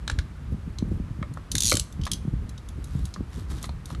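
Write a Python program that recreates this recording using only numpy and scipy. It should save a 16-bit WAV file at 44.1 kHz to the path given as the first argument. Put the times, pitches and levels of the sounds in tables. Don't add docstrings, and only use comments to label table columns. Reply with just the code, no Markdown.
import sys
import numpy as np
from scipy import signal
from scipy.fft import rfft, irfft
from scipy.io import wavfile
from scipy.ndimage import uniform_filter1d, map_coordinates

SR = 44100
rng = np.random.default_rng(int(sys.argv[2]) if len(sys.argv) > 2 else 0)


def transcribe(signal):
    frames = np.atleast_2d(signal).T
    limited = np.clip(frames, -1, 1)
    pcm = np.round(limited * 32767).astype(np.int16)
    wavfile.write(sys.argv[1], SR, pcm)


N = 176400

# pitch_hz, level_db
ROOM_TONE = [(25, -10.5), (60, 5.5), (300, -13), (700, -21.5), (1200, -18.5), (2500, -28), (5000, -35.5),
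             (11000, -42)]
RUMBLE_TONE = [(20, -13), (40, -4.5), (60, -0.5), (100, -5), (180, -13.5), (300, -30), (700, -81)]
RUB_TONE = [(70, 5), (170, 4.5), (310, -3), (550, -20.5), (900, -48.5)]
SCRAPE_TONE = [(600, 6.5), (1200, 7.5), (2600, -1), (3750, 4.5), (5200, 1), (8000, -1), (11000, -4)]
CRACK_TONE = [(500, -5.5), (2000, 4), (2750, -1), (4000, 7.5), (4900, -2.5), (6500, -1.5), (9000, -8.5),
              (12000, -19.5)]
CUTTER_TONE = [(300, -15), (1500, -14), (2600, -0.5), (3600, 7), (5000, 6.5), (6300, 12), (8000, 5),
               (9900, 8.5), (10400, 6.5), (11300, 3.5)]
# time_s, level_db
HAND_EFFORT = [(0.06, -37.5), (0.18, -33.5), (0.36, -41), (0.52, -29), (0.62, -40.5), (0.68, -28.5),
               (0.74, -38), (0.9, -26), (1.1, -35), (1.4, -35), (1.46, -44), (1.559, -28.5), (1.62, -33.5),
               (1.76, -28), (1.898, -41.5), (2.03, -27.5), (2.08, -41), (2.118, -29.5), (2.18, -34.5),
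               (2.38, -28.5), (2.64, -40.5), (2.79, -33), (2.87, -36.5), (3.043, -27), (3.12, -46),
               (3.202, -29), (3.31, -44), (3.37, -32.5), (3.43, -36.5), (3.53, -31.5), (3.63, -37.5),
               (3.73, -31.5), (3.81, -40), (3.99, -32)]
# start_s, level_db, pitch_hz
DESK_BUMPS = [(0.118, -22, 62), (0.181, -17.5, 72), (0.543, -20.5, 153), (0.675, -24, 166),
              (0.8246, -14, 192), (0.9162, -21.5, 210), (.877, -25, 109), (0.999, -24, 218),
              (1.107, -20, 113), (1.188, -23.5, 131), (1.215, -22, 166), (1.546, -24.5, 223),
              (1.7435, -17.5, 258), (1.993, -22, 125), (2.037, -21.5, 75.5), (2.251, -22.5, 175),
              (2.278, -18, 150), (2.336, -19.5, 137), (2.952, -16.5, 136), (3.2068, -21, 217)]
# middle_s, half_length_s, level_db
BLADE_STROKES = [(2.974, 0.14, -53.5), (3.371, 0.065, -51), (3.514, 0.018, -43), (3.57, 0.039, -48),
                 (3.643, 0.021, -42), (3.909, 0.027, -46.5)]
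# start_s, level_db, pitch_hz, hardness_db
CASE_KNOCKS = [(0.0778, -19, 1576, 1), (0.0985, -15.5, 1645, -1.5), (0.1142, -35, 1560, 10),
               (0.188, -21, 1657, 1), (1.2271, -19.5, 1243, -19.5), (1.228, -26.5, 2180, -16),
               (1.3727, -25, 1310, -16.5), (1.5538, -28.5, 1780, 11.5), (1.72, -10.5, 1380, -31.5),
               (1.7205, -11, 2270, -10), (1.7683, -24.5, 1660, -26), (2.0666, -20, 1194, -1),
               (2.075, -23.5, 1140, -1), (3.162, -26.5, 1240, -21), (3.6418, -27.5, 1230, 1.5),
               (3.6924, -26.5, 890, -7), (3.9048, -29.5, 1160, -12), (3.9489, -29.5, 1330, -4.5)]
# ratio_to_main_pitch, level_db, fade_s
CASE_NOTES = [(.56, -10, 0.036), (.86, 1.5, 0.025), (1.0, 8, 0.015), (1.12, -5, 0.024), (1.42, -2.5, 0.013)]
# pitch_hz, level_db, fade_s
BOOM_NOTES = [(296, -8, 0.032), (518, -9, 0.036), (585, -9.5, 0.064)]
# pitch_hz, level_db, fade_s
BLADE_NOTES = [(4540, -32, 0.12)]
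# start_s, level_db, treble_db
BLADE_TICKS = [(.785, -14, -15), (1.337, -36.5, 8.5), (1.5655, -12, -5), (1.9247, -30, -0.5),
               (2.014, -21, -18), (2.0355, -16.5, -17), (2.0524, -14.5, -4.5), (2.1152, -3.5, -1.5),
               (2.1329, -8, -4), (2.4923, -27.5, 2.5), (2.5779, -22.5, -15), (2.6872, -27.5, 1.5),
               (2.8416, -27, 3), (3.0533, -23.5, 2.5), (3.1391, -13, -18), (3.6268, -28.5, 11),
               (3.655, -34.5, 10), (3.856, -24, 2.5)]
# first_pitch_hz, last_pitch_hz, peak_db, travel_at_peak (0 to 1)
TRACK_NOTES = [(3770, 2920, -4.5, 0.22), (4064, 4190, 0, 0.71), (4690, 4450, -4, 0.73),
               (6180, 5450, -0.5, 0.33), (6990, 6350, 0.5, 0.36), (8230, 7650, -1.5, .98),
               (11650, 7500, -6, 0.55)]
# start_s, level_db
SLIDER_TEETH = [(1.516, -11), (1.552, -9), (1.5807, -8), (1.6046, -7.5), (1.6209, -8.5), (1.6334, -9),
                (1.6447, -11.5), (1.6538, -8.5), (1.6624, -10.5), (1.6702, -8.5), (1.6788, -10),
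                (1.6866, -9), (1.695, -7.5), (1.7026, -8.5), (1.714, -7), (1.7262, -10), (1.739, -13),
                (1.7526, -11), (1.7688, -8), (1.796, -9)]

ROOM_NOISE_DB, RUB_DB, BUMP_DB = -44.5, 12, 2
KNOCK_DB, BOOM_DB, TICK_DB, RATCHET_DB = -6.5, -7.5, -5.5, -2
SNAP_RISE_S, TRACK_FADE_S = 0.0006, 0.013


def undb(db):
    return 10 ** (np.asarray(db) / 20)


def unit(x):
    return x / np.sqrt(np.mean(x ** 2))


def noise(tone, size):
    hz, db = np.array(tone, float).T
    bins_hz = np.maximum(np.fft.rfftfreq(size, 1 / SR), 1)
    gain = undb(np.interp(np.log(bins_hz), np.log(hz), db))
    return unit(irfft(rfft(rng.standard_normal(size)) * gain, size))


def age():
    return np.arange(SR // 4) / SR


def decay(fade_s):
    return np.exp(-np.log(1000) * age() / fade_s)


def rise(seconds):
    return (1 - np.exp(-age() / seconds)) ** 2


def ring(notes, scale=1):
    out = 0
    for pitch, db, fade_s in notes:
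        hz = pitch * scale * (1 + 0.012 * rng.standard_normal())
        out += undb(db) * decay(fade_s) * np.sin(2 * np.pi * (hz * age() + rng.random()))
    return out


def grain(db, hz):
    width = max(int(SR / hz), 1)
    grip = uniform_filter1d(rng.standard_normal(N), width)
    grip = uniform_filter1d(grip, width, mode="wrap")
    return unit(undb(db * unit(grip)))


def add(out, start_s, sound):
    i = max(int(start_s * SR), 0)
    out[i:i + len(sound)] += sound[:N - i]


def background():
    return undb(ROOM_NOISE_DB) * noise(ROOM_TONE, N)


def handling():
    effort = undb(np.interp(np.arange(N) / SR, *np.array(HAND_EFFORT).T))
    rub = undb(RUB_DB) * effort ** 1.61 * grain(db=4.5, hz=70) * noise(RUB_TONE, N)
    return effort * noise(RUMBLE_TONE, N) + rub


def bumps(rise_cycles=0.46):
    out = np.zeros(N)
    for start, db, hz in DESK_BUMPS:
        cycles = age() * hz
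        push = cycles / rise_cycles
        swell = (push * np.exp(1 - push)) ** 1.29
        add(out, start, undb(db + BUMP_DB) * swell * -np.cos(2 * np.pi * cycles))
    return out


def scrapes():
    t = np.arange(N) / SR
    pressure = sum(undb(db) * np.exp(-((t - middle) / half) ** 2) for middle, half, db in BLADE_STROKES)
    return pressure * grain(db=4.5, hz=900) * noise(SCRAPE_TONE, N)


def knocks():
    out = np.zeros(N)
    for start, db, hz, hardness_db in CASE_KNOCKS:
        crack = noise(CRACK_TONE, len(age())) * rise(0.000067) * decay(0.023)
        shell = ring(CASE_NOTES, hz)
        boom = undb(BOOM_DB - hardness_db / 2) * ring(BOOM_NOTES)
        body = undb(-4) * rise(0.0001) * (shell + boom)
        add(out, start, undb(db + KNOCK_DB) * (body + undb(hardness_db) * crack))
    return out


def snap(notes, grit):
    crack = undb(-4) * grit * decay(0.023)
    return rise(SNAP_RISE_S) * (crack + ring(notes) + ring(BLADE_NOTES))


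def ticks(ring_hz=3600, ring_db=-5.5, treble_hz=5900):
    out = np.zeros(N)
    treble_filter = signal.butter(2, treble_hz, "high", fs=SR)
    for start, db, treble_db in BLADE_TICKS:
        hz = ring_hz * (1 + 0.35 * (rng.random() - 0.5))
        click = snap([(hz, ring_db, TRACK_FADE_S)], noise(CUTTER_TONE, len(age())))
        treble_change = (undb(treble_db) - 1) * signal.filtfilt(*treble_filter, click)
        add(out, start, undb(db + TICK_DB) * (click + treble_change))
    return out


def track(travel, reach=0.25, far_db=-11):
    notes = []
    for first_hz, last_hz, db, travel_at_peak in TRACK_NOTES:
        hz = first_hz + (last_hz - first_hz) * travel
        away = 1 - np.exp(-((travel - travel_at_peak) / reach) ** 2)
        notes.append((hz, db + far_db * away, TRACK_FADE_S))
    return notes


def ratchet(shared_part=0.15, lead_in_s=0.0035, lead_in_db=-34):
    out, size = np.zeros(N), len(age())
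    shared = noise(CUTTER_TONE, size)
    for travel, (start, db) in zip(np.linspace(0, 1, len(SLIDER_TEETH)), SLIDER_TEETH):
        pitch_ratio = 1 + 0.1 * (0.5 - travel)
        shifted = map_coordinates(shared, [np.arange(size) * pitch_ratio], mode="mirror")
        grit = np.sqrt(shared_part) * shifted + np.sqrt(1 - shared_part) * noise(CUTTER_TONE, size)
        add(out, start, undb(db + RATCHET_DB) * snap(track(travel), grit))
        lead_in = age() / lead_in_s * (age() < lead_in_s) * noise(CUTTER_TONE, size)
        add(out, start - lead_in_s, undb(db + lead_in_db) * lead_in)
    return out


def room(sound, delay_s=0.0033):
    echoes = np.zeros(N)
    for db, fade_s in ((-11.5, 0.14), (-19.5, 0.39)):
        tail = rng.standard_normal(len(age())) * decay(fade_s)
        add(echoes, delay_s, undb(db) * tail / np.linalg.norm(tail))
    return sound + signal.fftconvolve(sound, echoes)[:N]


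def scene():
    cutter_and_case = room(ratchet() + ticks() + knocks() + scrapes())
    return (cutter_and_case + handling() + bumps() + background())[None]


def record(dry, low_hz=33, high_hz=12100):
    dry = signal.sosfilt(signal.butter(4, low_hz, "high", fs=SR, output="sos"), dry)
    return signal.sosfilt(signal.ellip(10, 0.3, 70, high_hz, fs=SR, output="sos"), dry)


dry = scene()
out = record(dry)
transcribe(out)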